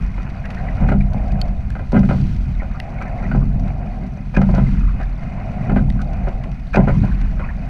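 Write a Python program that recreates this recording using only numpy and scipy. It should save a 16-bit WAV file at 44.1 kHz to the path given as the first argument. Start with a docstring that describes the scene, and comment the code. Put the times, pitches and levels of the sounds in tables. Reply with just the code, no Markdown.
"""Oars knock hard in their locks at each catch and finish, and the hollow hull booms under them.
Between knocks the seat rolls on its rails, water rushes past, blades splash, drops hit the case, wind shakes it.
Place: a racing rowing boat on a lake. Microphone: one, in a cased camera fixed to the boat, close to it all.
Knocks and drops are struck resonances and short noise bursts; water, wind and seat are coloured noise in swells;
bubbles and short pitched rings are sines that climb in pitch.
"""
import sys
import numpy as np
from scipy import signal
from scipy.fft import rfft, irfft, next_fast_len
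from scipy.io import wavfile
from scipy.ndimage import uniform_filter1d, map_coordinates

SR = 44100
rng = np.random.default_rng(int(sys.argv[2]) if len(sys.argv) > 2 else 0)


def store_wav(level_fs):
    """Save 16-bit WAV to argv[1]."""
    pcm = np.round(np.clip(np.atleast_2d(level_fs), -1, 1) * 32767)
    wavfile.write(sys.argv[1], SR, pcm.T.astype(np.int16))


N = 339129  # length in samples


def amp(db):
    """Decibels to gain."""
    return 10 ** (np.asarray(db) / 20)


def unit(x):
    """Scale to rms 1."""
    return x / np.sqrt(np.mean(x ** 2) + 1e-20)


def blow(x, size=1100):
    """Scale a struck sound so that its first size samples have rms 1."""
    return x / np.sqrt(np.mean(x[:size] ** 2) + 1e-20)


def noise():
    """White noise as long as the scene."""
    return rng.standard_normal(N)


def curves(rows):
    """One value per sample for each column after the time."""
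    s, *cols = np.transpose(rows)
    return [np.interp(np.arange(N) / SR, s, c) for c in cols]


def wobble(rate):
    """A smooth random curve, rate knots a second."""
    knots = rng.standard_normal(int(N * rate / SR) + 4)
    return map_coordinates(knots, [np.arange(N) * rate / SR])


def sine(pitch_hz):
    """A sine that follows a pitch given for every sample."""
    return np.sin(2 * np.pi * np.cumsum(pitch_hz, axis=-1) / SR)


def filtered(x, response):
    """x times a complex response of frequency."""
    m = next_fast_len(len(x) + SR // 4)
    return irfft(rfft(x, m) * response(np.fft.rfftfreq(m, 1 / SR)), m)[:len(x)]


def coloured(x, points, size=8192):
    """x through a causal minimum-phase filter with the given (Hz, dB) outline."""
    hz, db = np.transpose(points)
    gain = amp(np.interp(np.log(np.fft.rfftfreq(size, 1 / SR) + 1), np.log(hz), db))
    # folding the cepstrum makes the filter respond at once, with no pre-echo
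    cepstrum = irfft(np.log(gain))
    cepstrum[1:size // 2] *= 2
    cepstrum[size // 2 + 1:] = 0
    return signal.fftconvolve(x, irfft(np.exp(rfft(cepstrum))))[:len(x)]


def resonate(x, modes):
    """x through a bank of (Hz, width Hz, dB) resonances of alternating sign."""
    def response(f):
        """Sum of the band-pass responses."""
        total = 0
        for k, (centre, width, db) in enumerate(modes):
            band = 1j * f * width / (centre * centre - f * f + 1j * f * width)
            total = total + (-1) ** k * amp(db) * band
        return total

    return filtered(x, response)


def add(track, s, x):
    """Mix x into the track at time s."""
    part = track[max(round(s * SR), 0):][:len(x)]
    part += x[:len(part)]


def patter(rate, spread_db):
    """Random tiny impacts, about rate a second, a few much stronger than the rest."""
    hit = rng.random(N) < rate / SR
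    strength = np.minimum(rng.exponential(size=N), 4)
    return unit(hit * rng.choice([-1, 1], N) * amp(spread_db * strength))


def swell(times, db, delay, attack, hold, release):
    """A gain at its top delay s after each time: climbs 20 dB in attack s, holds, falls 20 dB in release s."""
    t = np.arange(N) / SR - (times + delay)[:, None]
    fall = np.maximum(np.maximum(-t / attack, (t - hold) / release), 0)
    return amp(np.max(np.reshape(db, (-1, 1)) - 20 * fall, axis=0))


def together(*gains):
    """Unrelated causes add in power."""
    return np.sqrt(sum(g ** 2 for g in gains))


# the strokes, which also time the hull and the water; levels are relative:
# catch_s, finish_s, glide_db (before the catch), effort_db (of the drive), puddle_db (left by the blades),
# spray_db (thrown), jolt_db (at the finish)
STROKES = [(-1.55, -0.5, 0, 0, 1, 0, -2), (0.83, 1.93, 2, 1, -6, 2, 0.5),
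           (3.33, 4.365, -0.5, -2.5, -0.5, 0, 3.5), (5.72, 6.75, 0, 0.5, 1, -2, 2),
           (8.1, 9.15, 0, 0, 0, 0, 0)]
# the breeze on the case: time_s, relative_level_db
BREEZE = [(0.0, -18), (0.3, -25), (0.7, -19.5), (1.3, -15.5), (1.8, -19), (2.6, -20), (2.85, -26.5),
          (3.2, -20.5), (3.8, -22), (4.3, -26), (5.4, -23.5), (6.25, -17.5), (6.5, -22.5), (7.69, -22)]
# colour of the sway: frequency_hz, level_db (per Hz)
SWAY_COLOUR = [(15, -5), (27, -4.5), (36, 3.5), (43, 9.5), (52, 0.5), (75, -5.5), (110, -13), (300, -78.5)]


def wind():
    """The breeze and the jolt of each catch and finish sway the case on its mount: a low buffeting."""
    catch, finish, *_, jolt_db = np.transpose(STROKES)
    breeze_db, = curves(BREEZE)
    catch_jolt = swell(catch, db=-14.8, delay=0.01, attack=0.14, hold=0.2, release=0.3)
    finish_jolt = swell(finish, db=jolt_db - 16.8, delay=0.01, attack=0.04, hold=0.52, release=0.53)
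    sway = coloured(noise(), SWAY_COLOUR)
    # the sway keeps a fairly even strength within each gust
    power = np.abs(uniform_filter1d(sway ** 2, size=4400)) + 1e-20
    sway = unit(sway / power ** 0.29)
    return amp(-2.3) * together(amp(breeze_db), catch_jolt, finish_jolt) * sway


# colour of the hull's drumming: frequency_hz, level_db (per Hz)
DRUM_COLOUR = [(60, -26.5), (90, -1.5), (118, -1.5), (138, 3.5), (162, -3.5), (195, 1), (228, -6),
               (255, -6.5), (290, -21), (390, -26), (460, -33.5), (900, -79.5)]


def hull():
    """The hull drums as the rower turns round at the catch, under the drive, and after the finish."""
    catch, finish, _, effort_db, *_ = np.transpose(STROKES)
    turn = swell(catch, db=-19.5, delay=0.06, attack=0.58, hold=0.1, release=0.26)
    drive = swell(catch, db=0.7 * effort_db - 28.5, delay=0.34, attack=0.48, hold=0.12, release=0.6)
    recoil = swell(finish, db=-17.5, delay=0.04, attack=0.04, hold=0.25, release=0.4)
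    drum = unit(coloured(patter(rate=500, spread_db=1.0), DRUM_COLOUR))
    return together(amp(-30.3), turn, drive, recoil) * amp(1.4 * wobble(12)) * drum


# each run of the seat, forward before a catch and back during the drive:
# full_speed_s, hold_s, relative_level_db, whirr_hz (of the wheels at full speed)
SLIDES = [(0.58, 0.22, -35, 740), (1.17, 0.29, -35.5, 730), (3.0, 0.22, -34.5, 700),
          (3.65, 0.32, -37.5, 720), (5.46, 0.24, -35.5, 725), (6.04, 0.31, -36.5, 750),
          (7.75, 0.2, -37, 740)]
# colour of the rumble: frequency_hz, level_db (per Hz)
SEAT_COLOUR = [(280, -5.5), (450, -6.5), (580, 1.5), (690, 6.5), (780, 4.5), (880, -9.5), (1100, -12.5),
               (1600, -61.5)]


def seat(whirr_db=-9, width_hz=70, sag_hz=110):
    """The seat wheels rumble along their rails, with a whirr whose pitch climbs as they gather speed."""
    when, hold, db, hz = np.transpose(SLIDES)
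    run = swell(when, db=db, delay=0.005, attack=0.55, hold=hold[:, None], release=0.27)
    top_db, top_hz = curves(np.transpose([when, db, hz]))
    pitch = top_hz - sag_hz * (1 - run / amp(top_db))
    turn = 2 * np.pi * np.cumsum(pitch) / SR
    # random strengths on sine and cosine make a narrow band of noise around the pitch
    whirr = unit(wobble(width_hz) * np.sin(turn) + wobble(width_hz) * np.cos(turn))
    rumble = unit(coloured(noise(), SEAT_COLOUR))
    rolling = together(amp(-49), run) * rumble + amp(whirr_db) * run * whirr
    return amp(1.2 * wobble(18) - 0.8) * rolling


def climbing_ring(hz, t60, rise, t):
    """A short decaying sine whose pitch climbs, as an air bubble's does when it nears the surface."""
    pitch = hz * (1 + rise * np.minimum(t / t60, 1))
    return sine(pitch) * amp(-60 * t / t60) * (1 - np.exp(-t / 0.00087))


def babble(count, low_hz, high_hz, t60, spread_db):
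    """Many small bubbles of mixed size at random moments, rms 1."""
    when, pitch, life, size = rng.random((count, 4)).T[..., None]
    t = np.arange(SR // 40) / SR
    hz = low_hz * (high_hz / low_hz) ** pitch
    bubbles = amp(spread_db * size ** 2) * climbing_ring(hz, t60 * (.5 + life), 0.039, t)
    place = (when * N).astype(int) + np.arange(len(t))
    return unit(np.bincount(place.ravel(), bubbles.ravel(), N)[:N])


# colour of the droplets, in the spray and on the case: frequency_hz, level_db (per Hz)
DROPLET_COLOUR = [(1500, -6), (2100, 3), (3300, -4), (3900, -1.5), (4200, -4), (4550, 0.5), (5150, -7),
                  (5850, -2.5), (6700, -13), (8000, -19), (9500, -19), (12500, -26)]


def drizzle(rate, life_s=.002):
    """Tiny droplets: soft splats of a few milliseconds, among bubbles too brief to have a clear pitch."""
    decay = np.exp(-np.arange(SR // 50) / SR / life_s)
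    power = signal.fftconvolve(patter(rate=rate, spread_db=3.5) ** 2, decay)[:N]
    splats = unit(np.sqrt(np.abs(power)) * noise())
    pings = babble(count=900, low_hz=3300, high_hz=6500, t60=.005, spread_db=13)
    return unit(coloured(splats + 0.4 * pings, DROPLET_COLOUR))


# colour of the water along the hull: frequency_hz, level_db (per Hz)
WASH_COLOUR = [(500, -1.5), (950, 1), (1150, -3.5), (1420, 0), (1800, -4.5), (2100, -0.5), (2300, -4.5),
               (2520, 0.5), (2720, -13), (2900, -6.5), (3200, -43.5), (5000, -35.5), (8000, -54),
               (12000, -68.5)]
# colour of the spray off the blades: frequency_hz, level_db (per Hz)
SPRAY_COLOUR = [(1500, -13.5), (3000, 5), (3400, 0.5), (3900, 1), (4500, 1.5), (5150, -5), (5800, -3),
                (6700, -11.5), (7400, -11), (7900, -12.5), (8800, -19.5), (12500, -21.5)]


def water():
    """Ripples bubble along the hull in glide and drive; the blades throw a fizzing spray as they leave."""
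    catch, finish, glide_db, effort_db, puddle_db, spray_db, _ = np.transpose(STROKES)
    glide = swell(catch, db=glide_db - 42.2, delay=-0.28, attack=1.18, hold=0.25, release=0.34)
    drive = swell(catch, db=effort_db - 47.2, delay=0.32, attack=0.2, hold=0.3, release=0.5)
    puddle = swell(finish, db=puddle_db - 42.8, delay=0.05, attack=0.08, hold=0.24, release=0.9)
    thrown = swell(finish, db=spray_db - 55, delay=0.2, attack=0.55, hold=0.15, release=0.55)
    flow = together(amp(-50), glide, drive, puddle)

    bubbles = babble(count=4500, low_hz=958, high_hz=2702, t60=0.017, spread_db=6)
    trickle = unit(amp(4 * wobble(22)) * patter(rate=450, spread_db=3))
    wash = unit(coloured(noise() + .55 * trickle + .3 * bubbles, WASH_COLOUR))
    # longer-ringing bubbles come in uneven bunches
    lingering = babble(count=700, low_hz=900, high_hz=2500, t60=0.025, spread_db=9)
    bunches = unit(coloured(amp(4 * wobble(14)) * lingering, WASH_COLOUR))
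    hull_wash = flow * (amp(1.3 * wobble(19) - 0.7) * wash + amp(-9) * bunches)

    spray = unit(coloured(noise() + .45 * patter(rate=900, spread_db=3), SPRAY_COLOUR))
    spray_gain = together(amp(-65.5), amp(-22) * flow, amp(-1.3) * thrown)
    blade_spray = spray_gain * amp(1.5 * wobble(30)) * spray
    # tiny droplets tick all through the stroke and swell with the flow and the thrown spray
    droplet_gain = together(amp(-65.5), amp(-22.5) * flow, amp(-5) * thrown)
    return hull_wash + blade_spray + droplet_gain * drizzle(rate=120)


# colour of the electronics' hiss: frequency_hz, level_db (per Hz)
HISS_COLOUR = [(2000, 4), (6000, -16), (8500, -4), (12500, -6)]


def camera(hiss_db=-72, whine_hz=6315, whine_db=-75):
    """The electronics hiss and whine very faintly; the whine's phase wanders."""
    whine = np.sin(2 * np.pi * whine_hz * np.arange(N) / SR + 1.4 * wobble(34))
    return amp(hiss_db) * unit(coloured(noise(), HISS_COLOUR)) + amp(whine_db) * whine


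def chatter(t, t60, first, rise):
    """The parts seat against each other over a few milliseconds, then rattle ever more faintly."""
    hits = rng.standard_normal(len(t)) * (rng.random(len(t)) < 2500 / SR)
    rattle = hits * amp(-60 * t / t60) * (1 - np.exp(-t / rise))
    force = rattle / np.linalg.norm(rattle)
    force[round(rise * SR)] += first
    return force


# hull modes: nominal_hz, relative_level_db, t60_s
HULL_MODES = [(110.8, -11, 0.9), (138.4, -3, 0.78), (169.5, -5, 0.39), (196, 1, 0.68), (219.2, -5, 0.44),
              (248.5, -3, 0.2), (288.5, -10, .14), (389.6, -12.5, 0.16)]


def hull_boom(t, tilt_db):
    """The hull modes ring at new strengths for every blow and take a few milliseconds to build."""
    boom = np.zeros(len(t))
    for hz, level_db, t60 in HULL_MODES:
        mode_hz = hz * (1 + rng.normal(0, 0.011))
        swing = rng.choice([-1, 1]) * np.sin(2 * np.pi * mode_hz * t)
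        tilt = tilt_db * np.log2(hz / HULL_MODES[0][0])
        boom += amp(level_db + tilt + rng.normal(0, 2.5) - 60 * t / t60) * swing
    return boom * (1 - np.exp(-t / 0.0036))


# oar against oarlock, seat against its stop, bunched at each catch and finish; levels are relative:
# start_s, clunk_db, thud_over_clunk_db (hull), clack_over_clunk_db, thud_tilt_db (per octave)
KNOCKS = [(0.177, -35.5, 1, -5, 0), (0.812, -29, 20, -10, -5), (0.835, -26.5, 11, -13, -5),
          (0.886, -25.5, 10, -0.5, -2), (0.916, -22, 13, -5.5, 0), (1.141, -31, -5, -18, 0),
          (1.33, -42, 26, -8, -9), (1.751, -34, 9, 0, 3), (1.79, -33.5, 3, -4, 3), (1.917, -33, 0, -8, 0),
          (1.927, -20.5, 12, -16, 2), (1.942, -23, 18, -6, 3), (1.963, -24, 19.5, -1, 4.5),
          (2.03, -32, 14, -2, 3), (2.088, -26, 6, -2, 0), (2.107, -22, 6, -7.5, 0), (2.2, -43, 25, -4, 3),
          (2.616, -31.5, 4, -6, 0), (3.012, -33.5, 8, 3, 0), (3.225, -33, 8, -9, 0), (3.313, -30, 5, -2, 0),
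          (3.345, -25.5, 13, -8, 0), (3.43, -44, 27, -8, -6), (4.022, -44, 23, -6, 8),
          (4.17, -39, 3, -9, 0), (4.339, -32, 0, -6, 0), (4.369, -20.5, 17, -10, 2),
          (4.413, -24.5, 13, -4, -3), (4.487, -24, 18, -14, -10), (4.537, -26, 2, -9, 0),
          (4.557, -31, 2, -2, 0), (4.578, -22, 12, -10, 2), (4.94, -44, 22, -8, -5),
          (4.997, -31, -6, -5, 0), (5.694, -29, 15, -1, 3), (5.714, -26, 13.5, -16, 5),
          (5.76, -21.5, 14, -6, 2), (6.268, -24.5, -2, -10, 0), (6.455, -36, 5, -12, 0),
          (6.743, -18.5, 0, -14, 0), (6.767, -13, 8, -10, 2), (6.788, -19.5, 10, -17, 0),
          (6.872, -19, 10, -12, -1), (6.881, -24, 13, -1, 0), (7.032, -27.5, 10, -11, -2),
          (7.21, -44, 22, -3, 0), (7.393, -33, 0, -1, 0)]
# rigger and case resonances: frequency_hz, width_hz, level_db
CLUNK_MODES = [(292, 25, -2.5), (371, 39, -1.5), (543, 75, 2), (647, 99, 1.5), (772, 71, 2),
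               (1015, 50, -6.5)]
# colour of the clack: frequency_hz, level_db (per Hz)
CLACK_COLOUR = [(800, -20), (1130, -6), (1290, 7), (1360, 4.5), (1430, 10), (1505, 3), (1576, 7),
                (1700, -8), (1816, -3), (1900, -9), (2020, 2), (2250, -10), (2470, -2), (2720, -19),
                (2870, -12), (3400, -25), (4400, -26), (5300, -35.5), (8000, -40), (12500, -55.5)]


def oarlocks():
    """Each knock chatters briefly in the lock, rings the rigger and sets the hull booming."""
    track, t = np.zeros(N), np.arange(SR * 6 // 10) / SR
    for s, db, thud_db, clack_db, tilt_db in KNOCKS:
        rung = resonate(chatter(t, t60=0.195, first=0.75, rise=0.0018), CLUNK_MODES)
        clunk = coloured(rung, [(1000, -4), (2000, -5), (5000, -27.5), (12000, -38.5)])
        clack = coloured(chatter(t, t60=0.125, first=0.42, rise=0.0024), CLACK_COLOUR)
        add(track, s, amp(db + thud_db - 8) * blow(hull_boom(t, tilt_db)))
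        add(track, s, amp(db - 2.5) * blow(clunk) + amp(db + clack_db - 3.5) * blow(clack))
    return track


def splat(t, t60, attack, colour):
    """A drop landing: a burst of coloured noise of peak 1."""
    burst = rng.standard_normal(len(t)) * amp(-60 * t / t60) * (1 - np.exp(-t / attack))
    x = coloured(burst, colour)
    return x / np.abs(x).max()


# the loudest spray landing on the case: start_s, tick_db, wet_splat_db
TICKS = [(0.219, -41, -48), (0.2992, -43, -42), (0.4539, -39, -29), (0.5028, -34, -29), (0.5457, -38, -33),
         (0.8909, -39, -36), (1.0061, -46, -33), (1.1323, -38, -46), (1.2795, -40, -42), (1.3179, -38, -38),
         (1.481, -41, -43), (1.9195, -32, -45), (1.9914, -32, -34), (2.363, -37, -46), (3.022, -39, -38),
         (3.5957, -39, -46), (3.6785, -42, -42), (4.416, -35, -38), (4.5481, -31, -42), (5.03, -41, -34),
         (6.0157, -33, -42), (6.1315, -42, -44), (6.2846, -41, -33), (6.4368, -40, -31), (6.5151, -42, -38),
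         (7.2125, -36, -35)]
# drops that hit the case and trap a bubble: start_s, splat_db, bubble_db, bubble_hz (once closed)
DROPS = [(1.415, -17, -11.5, 4460), (1.4153, -30, -19, 3150), (1.704, -34, -23, 1670),
         (2.8005, -24.5, -15, 2010), (2.801, -28, -21, 2750), (5.902, -30, -23, 1980),
         (5.9015, -33, -31, 3800)]
# colour of a wet splat: frequency_hz, level_db (per Hz)
SPLAT_COLOUR = [(500, -22), (1050, -5), (1450, 0), (1750, -4), (2100, 2), (2500, -1), (3200, -14),
                (8000, -35)]
# colour of a big drop's impact: frequency_hz, level_db (per Hz)
IMPACT_COLOUR = [(1000, -25), (2000, -3), (3000, 3), (3800, 3), (4500, 0), (5100, -4), (5900, -7),
                 (7000, -14), (9000, -18), (12500, -17)]


def drops():
    """Drops tick and splat on the case; the big ones trap a short-lived bubble."""
    track, t = np.zeros(N), np.arange(SR // 20) / SR
    for s, tick_db, splat_db in TICKS:
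        tick = splat(t, t60=0.032, attack=0.0007, colour=DROPLET_COLOUR)
        wet = splat(t, t60=0.045, attack=0.0012, colour=SPLAT_COLOUR)
        add(track, s, amp(tick_db) * tick + amp(splat_db) * wet)
    for s, splat_db, bubble_db, hz in DROPS:
        # the pitch scoops up as the bubble closes
        pitch = hz * (1 - 0.22 * np.exp(-t / 0.0007))
        bubble = sine(pitch) * amp(-60 * t / 0.014) * (1 - np.exp(-t / 0.0009))
        impact = splat(t, t60=0.0045, attack=0.0001, colour=IMPACT_COLOUR)
        add(track, s, amp(bubble_db) * bubble + amp(splat_db) * impact)
    return track


# the loudest pockets of air gurgling beside the hull: start_s, level_db, typical_bubble_hz, length_s
GURGLES = [(.44, -39, 1900, .03), (0.568, -38, 1800, .045), (.68, -39, 2060, .02), (1.005, -40, 2220, .012),
           (2.598, -39, 2050, .02), (2.745, -40, 1340, .03), (3.06, -41, 2050, .025),
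           (3.234, -39, 2090, .04), (3.411, -42, 1210, .025), (4.875, -40, 1250, .04),
           (5.008, -40, 1740, .03), (5.991, -36.5, 1350, .035), (7.111, -43, 1600, .02),
           (7.412, -39, 1080, .035), (7.435, -41, 2250, .03), (7.487, -36.5, 1700, .018)]


def gurgles(count=20):
    """Each pocket of air breaks into a quick cluster of bubbles of like size."""
    track, t = np.zeros(N), np.arange(SR // 8) / SR
    for s, db, hz, length in GURGLES:
        cluster = np.zeros(len(t))
        # age runs from 0 to 1 through the cluster, unevenly
        for age in np.linspace(0, 1, count) * rng.uniform(.7, 1, count):
            bubble = climbing_ring(hz * np.exp(rng.uniform(-.16, .12)), .022, .04, t)
            add(cluster, age * length, amp(rng.normal(0, 3) - 5 * age) * bubble)
        add(track, s, amp(db) * blow(cluster))
    return track


# short pitched rings of the rigger and case, alone or among the knocks:
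# start_s, level_db, starting_pitch_hz
RINGS = [(0.686, -29, 1970), (0.778, -32, 1380), (0.917, -22, 1330), (3.226, -33, 1380),
         (3.313, -17.5, 1460), (4.364, -12.5, 1620), (4.665, -31, 2050), (5.672, -33, 1380),
         (5.884, -32, 870), (6.44, -33, 1040), (6.743, -18, 2420), (6.881, -17, 1470), (7.114, -32, 1520),
         (7.396, -31, 1450)]


def rings(t60_s=.05, rise=.04):
    """Short pitched rings, alone or with a knock; each has a clear pitch that climbs by the fraction rise."""
    track, t = np.zeros(N), np.arange(SR // 10) / SR
    for s, db, hz in RINGS:
        onset = 1 - np.exp(-t / 0.0016)
        add(track, s, amp(db) * climbing_ring(hz, t60_s, rise, t) * onset)
    return track


def whistle(start=3.26, length=0.15, low_hz=4480, high_hz=4900, db=-60):
    """One faint, thin, wavering whistle that rises in pitch."""
    track, u = np.zeros(N), np.linspace(0, 1, round(length * SR))
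    pitch = low_hz + (high_hz - low_hz) * u ** 1.3 + 35 * wobble(200)[:len(u)]
    add(track, start, amp(db) * np.sin(np.pi * u) * sine(pitch))
    return track


# the oar collar twists in its lock with a bright scrape: start_s, level_db, length_s
SCRAPES = [(4.342, -35, .018), (4.363, -25.5, 0.013), (6.729, -32.5, 0.016), (6.737, -24.5, 0.019),
           (6.755, -21, 0.012)]
# colour of the scrape: frequency_hz, level_db (per Hz)
SCRAPE_COLOUR = [(600, -18.5), (1200, 2), (1600, 7.5), (2050, -7), (2470, 8.5), (2800, -12), (3400, -18),
                 (4850, -16), (5400, -26), (6000, -20.5), (7000, -37), (8000, -31.5), (9200, -42.5),
                 (12500, -48)]


def collar():
    """A few milliseconds of friction swell and stop as the blade is turned."""
    track, t = np.zeros(N), np.arange(SR // 10) / SR
    for s, db, length in SCRAPES:
        rub = np.sin(np.pi * np.minimum(t / length, 1)) * rng.standard_normal(len(t))
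        add(track, s, amp(db) * blow(coloured(rub, SCRAPE_COLOUR), size=500))
    return track


def scene():
    """Everything reaches the one microphone through the case."""
    steady = wind() + hull() + seat() + water() + camera()
    events = oarlocks() + drops() + gurgles() + rings() + whistle() + collar()
    return (steady + events)[None]


def record(dry, top_hz=12550):
    """The camera rounds off the highest peaks and keeps nothing above its band limit."""
    held = dry[0] / (1 + np.abs(dry[0]) ** 8) ** (1 / 8)
    return filtered(held, lambda hz: hz < top_hz)[None]


dry = scene()
out = record(dry)
store_wav(out)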